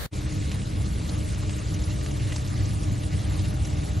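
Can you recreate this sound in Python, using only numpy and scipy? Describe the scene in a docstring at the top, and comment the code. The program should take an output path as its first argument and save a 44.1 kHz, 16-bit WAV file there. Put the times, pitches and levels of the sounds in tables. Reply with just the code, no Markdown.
"""Electrical discharges sizzle, tick and spit on the insulators of a high-voltage switchyard at night.
Each spark is an impulse: crowds of them merge into hiss, and quick runs set the fittings ringing.
Beneath them are the hum of transformers and cooling fans, a low rumble, a drone and distant traffic.
An instant of brighter, wider hiss comes first and breaks off; after a short silence the yard fades in."""
import sys
import numpy as np
from scipy import signal
from scipy.fft import rfft, irfft
from scipy.io import wavfile

SR = 44100
rng = np.random.default_rng(int(sys.argv[2]) if len(sys.argv) > 2 else 0)


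def waveform_to_disk(signal):
    """Save audio, clipped to [-1, 1], as 16-bit WAV at the path in sys.argv[1]."""
    frames = np.transpose(np.atleast_2d(signal))
    scaled = np.clip(frames, -1, 1) * 32767
    samples = np.round(scaled).astype(np.int16)
    wavfile.write(sys.argv[1], SR, samples)


N = 176400
T = np.arange(N) / SR
HZ = np.fft.rfftfreq(N, 1 / SR)

# Envelope of the sizzle and ticks. Each row: time in seconds, relative level in dB.
SIZZLE_LEVEL = [(.15, -46.5), (.49, -46), (.53, -44.5), (.57, -47), (.93, -47.5), (1.15, -46), (1.46, -46),
                (1.52, -46), (1.97, -47), (2.1, -47.5), (2.23, -45), (2.31, -45.5), (2.34, -44),
                (2.37, -43.5), (2.4, -47.5), (2.5, -45.5), (3.1, -47.5), (3.36, -45.5), (3.47, -46.5),
                (3.57, -49), (3.65, -46), (4.0, -47)]


def amp(db):
    """Amplitude ratio: tenfold for every 20 dB."""
    return 10 ** (np.asarray(db) / 20)


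def unit(x):
    """Normalisation to an rms of 1."""
    return x / np.sqrt(np.mean(abs(x) ** 2) + 1e-20)


def over_frequency(points):
    """Interpolation of (Hz, value) points over log frequency."""
    hz, value = np.transpose(points)
    return np.interp(np.log(HZ + 1), np.log(hz + 1), value)


def envelope(points):
    """Amplitude envelope through (seconds, dB) points."""
    return amp(np.interp(T, *np.transpose(points)))


def colour(x, spectrum):
    """Minimum-phase filtering: a causal response of unit power gain, shaped by (Hz, dB) points."""
    log_gain = np.log(unit(amp(over_frequency(spectrum))))
    cepstrum = irfft(log_gain, N)
    cepstrum[1:N // 2] *= 2
    cepstrum[N // 2 + 1:] = 0
    return irfft(rfft(x) * np.exp(rfft(cepstrum)), N)


def drift(rate_hz):
    """Random modulation: low-passed noise of rms 1."""
    return unit(irfft(rfft(rng.standard_normal(N)) * np.exp(-(HZ / rate_hz) ** 2), N))


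def spread(pair, coherence):
    """Partial coherence: two independent signals mix into left and right; coherence is capped at 1."""
    same = np.clip(over_frequency(coherence), -1, 1)
    mid, side = rfft(pair) * np.sqrt([(1 + same) / 2, (1 - same) / 2])
    return irfft(np.array([mid + side, mid - side]), N)


def stereo_noise(coherence):
    """Partially coherent white noise, from (Hz, coherence) points."""
    return spread(rng.standard_normal((2, N)), coherence)


def low_pass(x, hz):
    """Steep band limiting by a windowed sinc."""
    kernel = signal.firwin(401, hz, window=("kaiser", 9), fs=SR)
    return signal.oaconvolve(x, kernel[None], "same")


def resonate(x, hz, width_hz):
    """A damped resonance of peak gain 1: the narrower, the longer it rings."""
    return signal.lfilter(*signal.iirpeak(hz, hz / width_hz, fs=SR), x)


def traffic():
    """Interchannel level and phase differences set distant traffic to one side; its tyre whine nears."""
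    # Spectra of the wash and the whine. Each row: frequency in Hz, relative density in dB.
    wash_spectrum = [(150, -29.5), (300, -10), (430, 0.5), (580, -2.5), (750, -7), (950, -10), (1500, -9.5),
                     (1850, -15.5), (2200, -41), (4000, -67.5)]
    whine_spectrum = [(300, -59), (500, -32), (620, -5), (720, -12), (770, 1), (820, -9), (920, -15),
                      (1150, -35), (2000, -80)]
    # Their envelopes. Each row: time in seconds, relative level in dB.
    wash_level = [(.15, 0.35), (1.3, 0.033), (2.2, 0.62), (3, 0.17), (3.8, 0.88), (4, 1.1)]
    whine_level = [(0, -84), (1.5, -80), (2.7, -60), (3.3, -58.5), (3.8, -53.5), (4, -54.5)]
    # Stereo image. Each row: frequency in Hz, then coherence, left lead in radians or left excess in dB.
    coherence = [(300, 1.2), (500, 0.5), (720, 0.05), (950, 0.67), (1250, 1.3), (1800, 0.5)]
    left_lead = [(300, -0.4), (500, -1.35), (700, -3), (1000, -4), (1800, -4)]
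    left_excess = [(250, 28), (450, 4), (750, 2.5), (1200, 0), (2000, -4.5)]
    pan = amp(over_frequency(left_excess) / 2) * np.exp(.5j * over_frequency(left_lead))
    placed = irfft(rfft(stereo_noise(coherence)) * np.array([pan, 1 / pan]), N)
    wash = unit(colour(placed, wash_spectrum))
    whine = unit(colour(stereo_noise(coherence), whine_spectrum))
    return amp(-47) * envelope(wash_level) * wash + envelope(whine_level) * whine


def low_noise(spectrum, left_lag_s=0.000474):
    """Path difference: deep noise from the right reaches the left a moment later."""
    # Likeness of left and right. Each row: frequency in Hz, coherence.
    coherence = [(20, 0.94), (45, 1), (75, 1), (140, 0.99), (220, 0.99), (340, 0.99), (600, 0.27)]
    bins = rfft(stereo_noise(coherence))
    bins[0] *= np.exp(-2j * np.pi * HZ * left_lag_s)
    return unit(colour(irfft(bins, N), spectrum))


def rumble(buffet_s=0.017):
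    """Amplitude modulation of deep noise: an outdoor rumble swells and sinks, with short buffets."""
    # Rumble spectrum. Each row: frequency in Hz, relative density in dB.
    spectrum = [(15, -26.5), (24, -26), (36, -11), (50, -1.5), (70, 2), (90, -1.5), (125, -6.5), (165, -9),
                (230, -17), (310, -22.5), (360, -26), (500, -36), (900, -55.5), (2000, -83.5)]
    # Slow swell and brief buffets. Each row: time in seconds, gain in dB.
    swell = [(.15, -2), (.23, -1.5), (.33, 1), (.5, 0), (.7, 1.5), (1.2, 1.1), (1.6, -2.5), (1.92, -1.5),
             (2.15, 0), (2.45, -4), (2.58, 0), (3.1, -0.6), (3.8, 1.5)]
    buffets = [(.267, 4), (.372, 3.5), (.75, 3), (1.728, 7), (1.917, 4.5), (2.565, 5), (2.917, 6.5)]
    rise_db = sum(db * np.exp(-((T - s) / buffet_s) ** 2) for s, db in buffets)
    return amp(-30 + rise_db) * envelope(swell) * low_noise(spectrum)


def drone(give=2.2):
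    """Envelope compression steadies a low band of noise into a drone; less give holds it firmer."""
    # Drone spectrum. Each row: frequency in Hz, relative density in dB.
    spectrum = [(50, -59.5), (80, -35.5), (100, -8), (112, 2.5), (128, 7), (145, -2), (170, -11),
                (220, -32), (400, -70), (900, -110)]
    # Its swell, greatest about halfway. Each row: time in seconds, level in dB.
    level = [(.15, -43), (.8, -42.5), (1.4, -41.5), (1.7, -38), (1.9, -39), (2.1, -33.5), (2.55, -37.5),
             (2.9, -36.5), (3.25, -39.5), (3.55, -35), (3.8, -46), (4, -37)]
    analytic = signal.hilbert(low_noise(spectrum))
    power = np.mean(abs(analytic) ** 2, axis=0)
    return envelope(level) * unit(analytic.real / np.sqrt(give + power))


def tones(partials, waver, rate_hz, air_delay_s=0.00021):
    """Phase modulation: moving air varies the travel time of wavering tones, shaking high ones most."""
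    out = np.zeros((2, N))
    for hz, db, left_db, lead in partials:
        wavering = unit(1 + waver * (drift(rate_hz) + 1j * drift(rate_hz)))
        arrival = T + air_delay_s * drift(rate_hz=13.7)
        tone = np.sqrt(2) * amp(db) * wavering * np.exp(2j * np.pi * hz * arrival)
        pan = amp(left_db / 2) * np.exp(.5j * lead)
        out += np.array([tone * pan, tone / pan]).real
    return out


def fans():
    """Tonal noise of rotation: cooling fans give slowly wavering partials."""
    # Fan tones. Each row: frequency in Hz, level in dB, left excess in dB, left lead in radians.
    partials = [(124.1, -50, 3, -.4), (192, -48, 2.5, -0.48), (288.4, -52.5, 3.5, -0.91),
                (303, -47, -0.5, -0.57), (318.3, -58.5, 0, -.7), (319.4, -56, 10, -0.43),
                (422.3, -61.5, 5.5, -0.87)]
    return tones(partials, waver=0.32, rate_hz=2.1)


def transformers():
    """Harmonic vibration: transformers hum near multiples of twice the mains frequency."""
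    # Hum. Each row: frequency in Hz, relative level in dB, left excess in dB, left lead in radians.
    partials = [(100.23, -36.5, -0.5, -0.77), (200.2, -54, 5, -1.4), (300.3, -51.5, 4, -1.3),
                (604.4, -53, 0.5, 2), (1199.5, -61, -1, 2)]
    # Its envelope. Each row: time in seconds, gain in dB.
    level = [(.15, -7), (.4, 0), (.58, -8), (.82, -0.5), (1.5, 0.5), (2.2, 1), (2.6, 2.5), (3, 2.5), (4, 0)]
    return envelope(level) * tones(partials, waver=.42, rate_hz=6.8)


def opening_hiss(end_s=0.063, decay_db_per_s=800):
    """Gated noise: an instant of hiss and rumble, wide through its low coherence, stops dead."""
    # Hiss spectrum. Each row: frequency in Hz, relative density in dB.
    spectrum = [(25, -5), (50, 6), (120, -5), (260, -16.5), (350, -19.5), (520, -15), (850, -23.5),
                (1700, -18.5), (2600, -28.5), (4150, -21.5), (5200, -30.5), (15000, -29.5)]
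    hiss = unit(colour(stereo_noise([(100, 0.47), (3000, 0.091)]), spectrum))
    tail = amp(-12 - decay_db_per_s * np.maximum(T - end_s, 0))
    return amp(-30) * hiss * np.where(T < end_s, 1, tail)


def flicker(x, patch_s=0.0074, patch_hz=280):
    """Random spectral modulation: patches of the spectrum come and go, most in the high treble."""
    # Flicker depth. Each row: frequency in Hz, typical swing in dB.
    depth = [(1000, 4.5), (2500, 1.55), (7000, 2.5), (8800, 6), (11500, 7)]
    hz, t, frames = signal.stft(x, SR, nperseg=512, noverlap=384)
    per_hz = np.fft.fftfreq(len(hz), hz[1])[:, None]
    per_s = np.fft.fftfreq(len(t), t[1])
    blur = np.exp(-2 * np.pi ** 2 * ((per_hz * patch_hz) ** 2 + (per_s * patch_s) ** 2))
    patches = unit(np.fft.ifft2(np.fft.fft2(rng.standard_normal(blur.shape)) * blur).real)
    gain = amp(np.interp(hz, *np.transpose(depth))[:, None] * np.minimum(patches, 1.6))
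    gain /= np.sqrt(np.mean(gain ** 2, axis=1, keepdims=True))  # each band keeps its mean power
    return signal.istft(frames * gain, SR, nperseg=512, noverlap=384)[1][:, :N]


def sizzle(flares_per_s=140, flare_s=0.0045, clicks_per_s=1800):
    """Superposition: countless tiny discharges sum to hiss and crackle, with slight, brief flares."""
    # Sizzle spectrum. Each row: frequency in Hz, relative density in dB.
    spectrum = [(300, -14), (800, -3), (1500, -3.5), (2100, 0.5), (2550, -1.5), (2820, 0), (3100, -2.5),
                (4000, -1), (5300, -4), (7200, -3.5), (8700, -6), (10300, -5.5), (11500, -11.5)]
    # Likeness of left and right. Each row: frequency in Hz, coherence.
    coherence = [(1000, 0.68), (1700, 0.3), (2150, 1), (4000, 1), (4400, 0.8), (7000, 0.62), (9000, 0.3),
                 (12000, 0.4)]
    starts = (rng.random(N) < flares_per_s / SR) * np.minimum(rng.exponential(1, N), 2.5)
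    flares = signal.oaconvolve(starts, np.hanning(int(flare_s * SR)), "same")
    activity = unit(1 + 0.045 * flares)
    sizes = amp(3.5 * np.minimum(rng.exponential(1, (2, N)), 4))
    clicks = sizes * (rng.random((2, N)) < clicks_per_s / SR) * rng.choice([-1, 1], (2, N))
    hiss = amp(-1) * rng.standard_normal((2, N))
    crackle = amp(-4.5) * unit(clicks)
    discharges = spread((hiss + crackle) * activity, coherence)
    return colour(discharges, spectrum) * envelope(SIZZLE_LEVEL)


def ticks(ticks_per_s=260):
    """A Poisson process: tiny separate discharges fall at random, each ringing briefly at one pitch."""
    out = np.zeros(N)
    pitches_hz = np.geomspace(1708, 7264, 30)
    for hz in pitches_hz:
        clicks = rng.random(N) < ticks_per_s / len(pitches_hz) / SR
        out += resonate(clicks.astype(float), hz, width_hz=80)
    return amp(-10.5) * unit(out) * envelope(SIZZLE_LEVEL)


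def ring(x, hz, emphasis_db=11):
    """A heavily damped resonance, added to the direct sound, gives a spark its pitch."""
    gain = amp(emphasis_db / 2)
    return x / gain + gain * resonate(x, hz, width_hz=760)


def sparks(restrike_hz=939, jitter=.25):
    """Impulse excitation: larger discharges snap once, or re-strike in spits that ring the fittings."""
    # Single sparks. Each row: start in seconds, relative level in dB, ring in Hz.
    snaps = [(.5163, -14.5, 2770), (1.0885, -30, 4500), (1.0972, -22, 4000), (1.4955, -15.5, 2630),
             (2.0626, -17, 1990)]
    # Runs of sparks. Each row: middle and length in seconds, relative level in dB, ring in Hz,
    # gain of the fittings' modes.
    spits = [(0.326, .012, -44, 6600, 0), (0.52, .006, -39, 4300, 0.22), (0.619, 0.0083, -50, 2300, 0.86),
             (0.864, .015, -43.5, 4200, .3), (1.096, 0.021, -40, 4300, 0),
             (1.348, 0.011, -44.5, 6100, 0.39), (1.534, 0.016, -47, 6800, 0.43),
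             (1.592, 0.011, -44, 6400, .2), (1.744, .02, -42.5, 5800, 0.081), (1.823, 0.017, -45, 7000, 0),
             (1.843, 0.016, -43, 5200, 0), (1.91, 0.05, -45.5, 3780, .4), (2.014, .01, -45.5, 2200, 0.57),
             (2.048, 0.014, -45, 6750, 0), (2.065, .0089, -41, 3000, 0.061),
             (2.115, 0.012, -44.5, 6100, 0.34), (2.292, 0.068, -53.5, 2200, 1.2),
             (2.3253, .012, -39.5, 1990, 0.84), (2.364, 0.012, -35.5, 4500, 0.14),
             (2.478, 0.011, -44, 5000, 0.28), (2.658, .014, -45, 6000, 0), (2.84, 0.025, -47, 5900, 0.23),
             (3.038, .018, -44, 3320, 0.36), (3.137, 0.044, -47.5, 2300, 0.58),
             (3.394, 0.024, -44.5, 3500, 0.19), (3.451, 0.029, -44.5, 3840, 0.31),
             (3.653, .016, -40.5, 5800, 0.19)]
    # Modes of the fittings. Each row: frequency in Hz, bandwidth in Hz, relative level in dB.
    fittings = [(2020, 120, -4.5), (2800, 94, 3.5), (3840, 110, -8), (5430, 180, -13)]
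    # Spark spectrum. Each row: frequency in Hz, relative gain in dB.
    spectrum = [(200, -8), (600, 9.5), (1400, -1), (2800, -3), (3600, -3.5), (5700, -1.5), (7500, 0.5),
                (8700, -15), (11500, -18)]
    out = np.zeros(N)
    for start, db, hz in snaps:
        out += amp(db) * ring(signal.unit_impulse(N, round(start * SR)), hz)
    cycles = np.cumsum(restrike_hz * (1 + jitter * drift(rate_hz=400))) / SR
    pulses = np.diff(np.floor(cycles), prepend=0)  # one strike a cycle
    strikes = unit(pulses * (1 + 0.21 * rng.standard_normal(N)))
    fizzing = unit(strikes + rng.standard_normal(N))
    for middle, length, db, hz, fitting_gain in spits:
        near = abs(T - middle) < length + .02  # room for the ringing to decay
        burst = fizzing[near] * np.cos(np.pi * np.clip((T[near] - middle) / length, -.5, .5))
        modes = unit(sum(amp(mode_db) * unit(resonate(burst, mode_hz, width))
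                         for mode_hz, width, mode_db in fittings))
        out[near] += amp(db) * (ring(burst, hz) + fitting_gain * burst.std() * modes)
    return colour(out, spectrum)


def scene():
    """Linear superposition: the yard's sources add, and fade in after the opening hiss."""
    # Fade-in of the yard. Each row: time in seconds, gain in dB.
    fade_in = [(.085, -72), (.108, -34), (.12, -14.5), (.132, 0.5), (.142, 2)]
    machines = transformers() + fans()
    background = rumble() + drone() + traffic() + machines
    yard = background + flicker(sizzle()) + ticks() + sparks()
    return opening_hiss() + low_pass(yard, hz=11800) * envelope(fade_in)


def record(dry):
    """Band limiting removes the highest treble."""
    return low_pass(dry, hz=15700)


dry = scene()
out = record(dry)
waveform_to_disk(out)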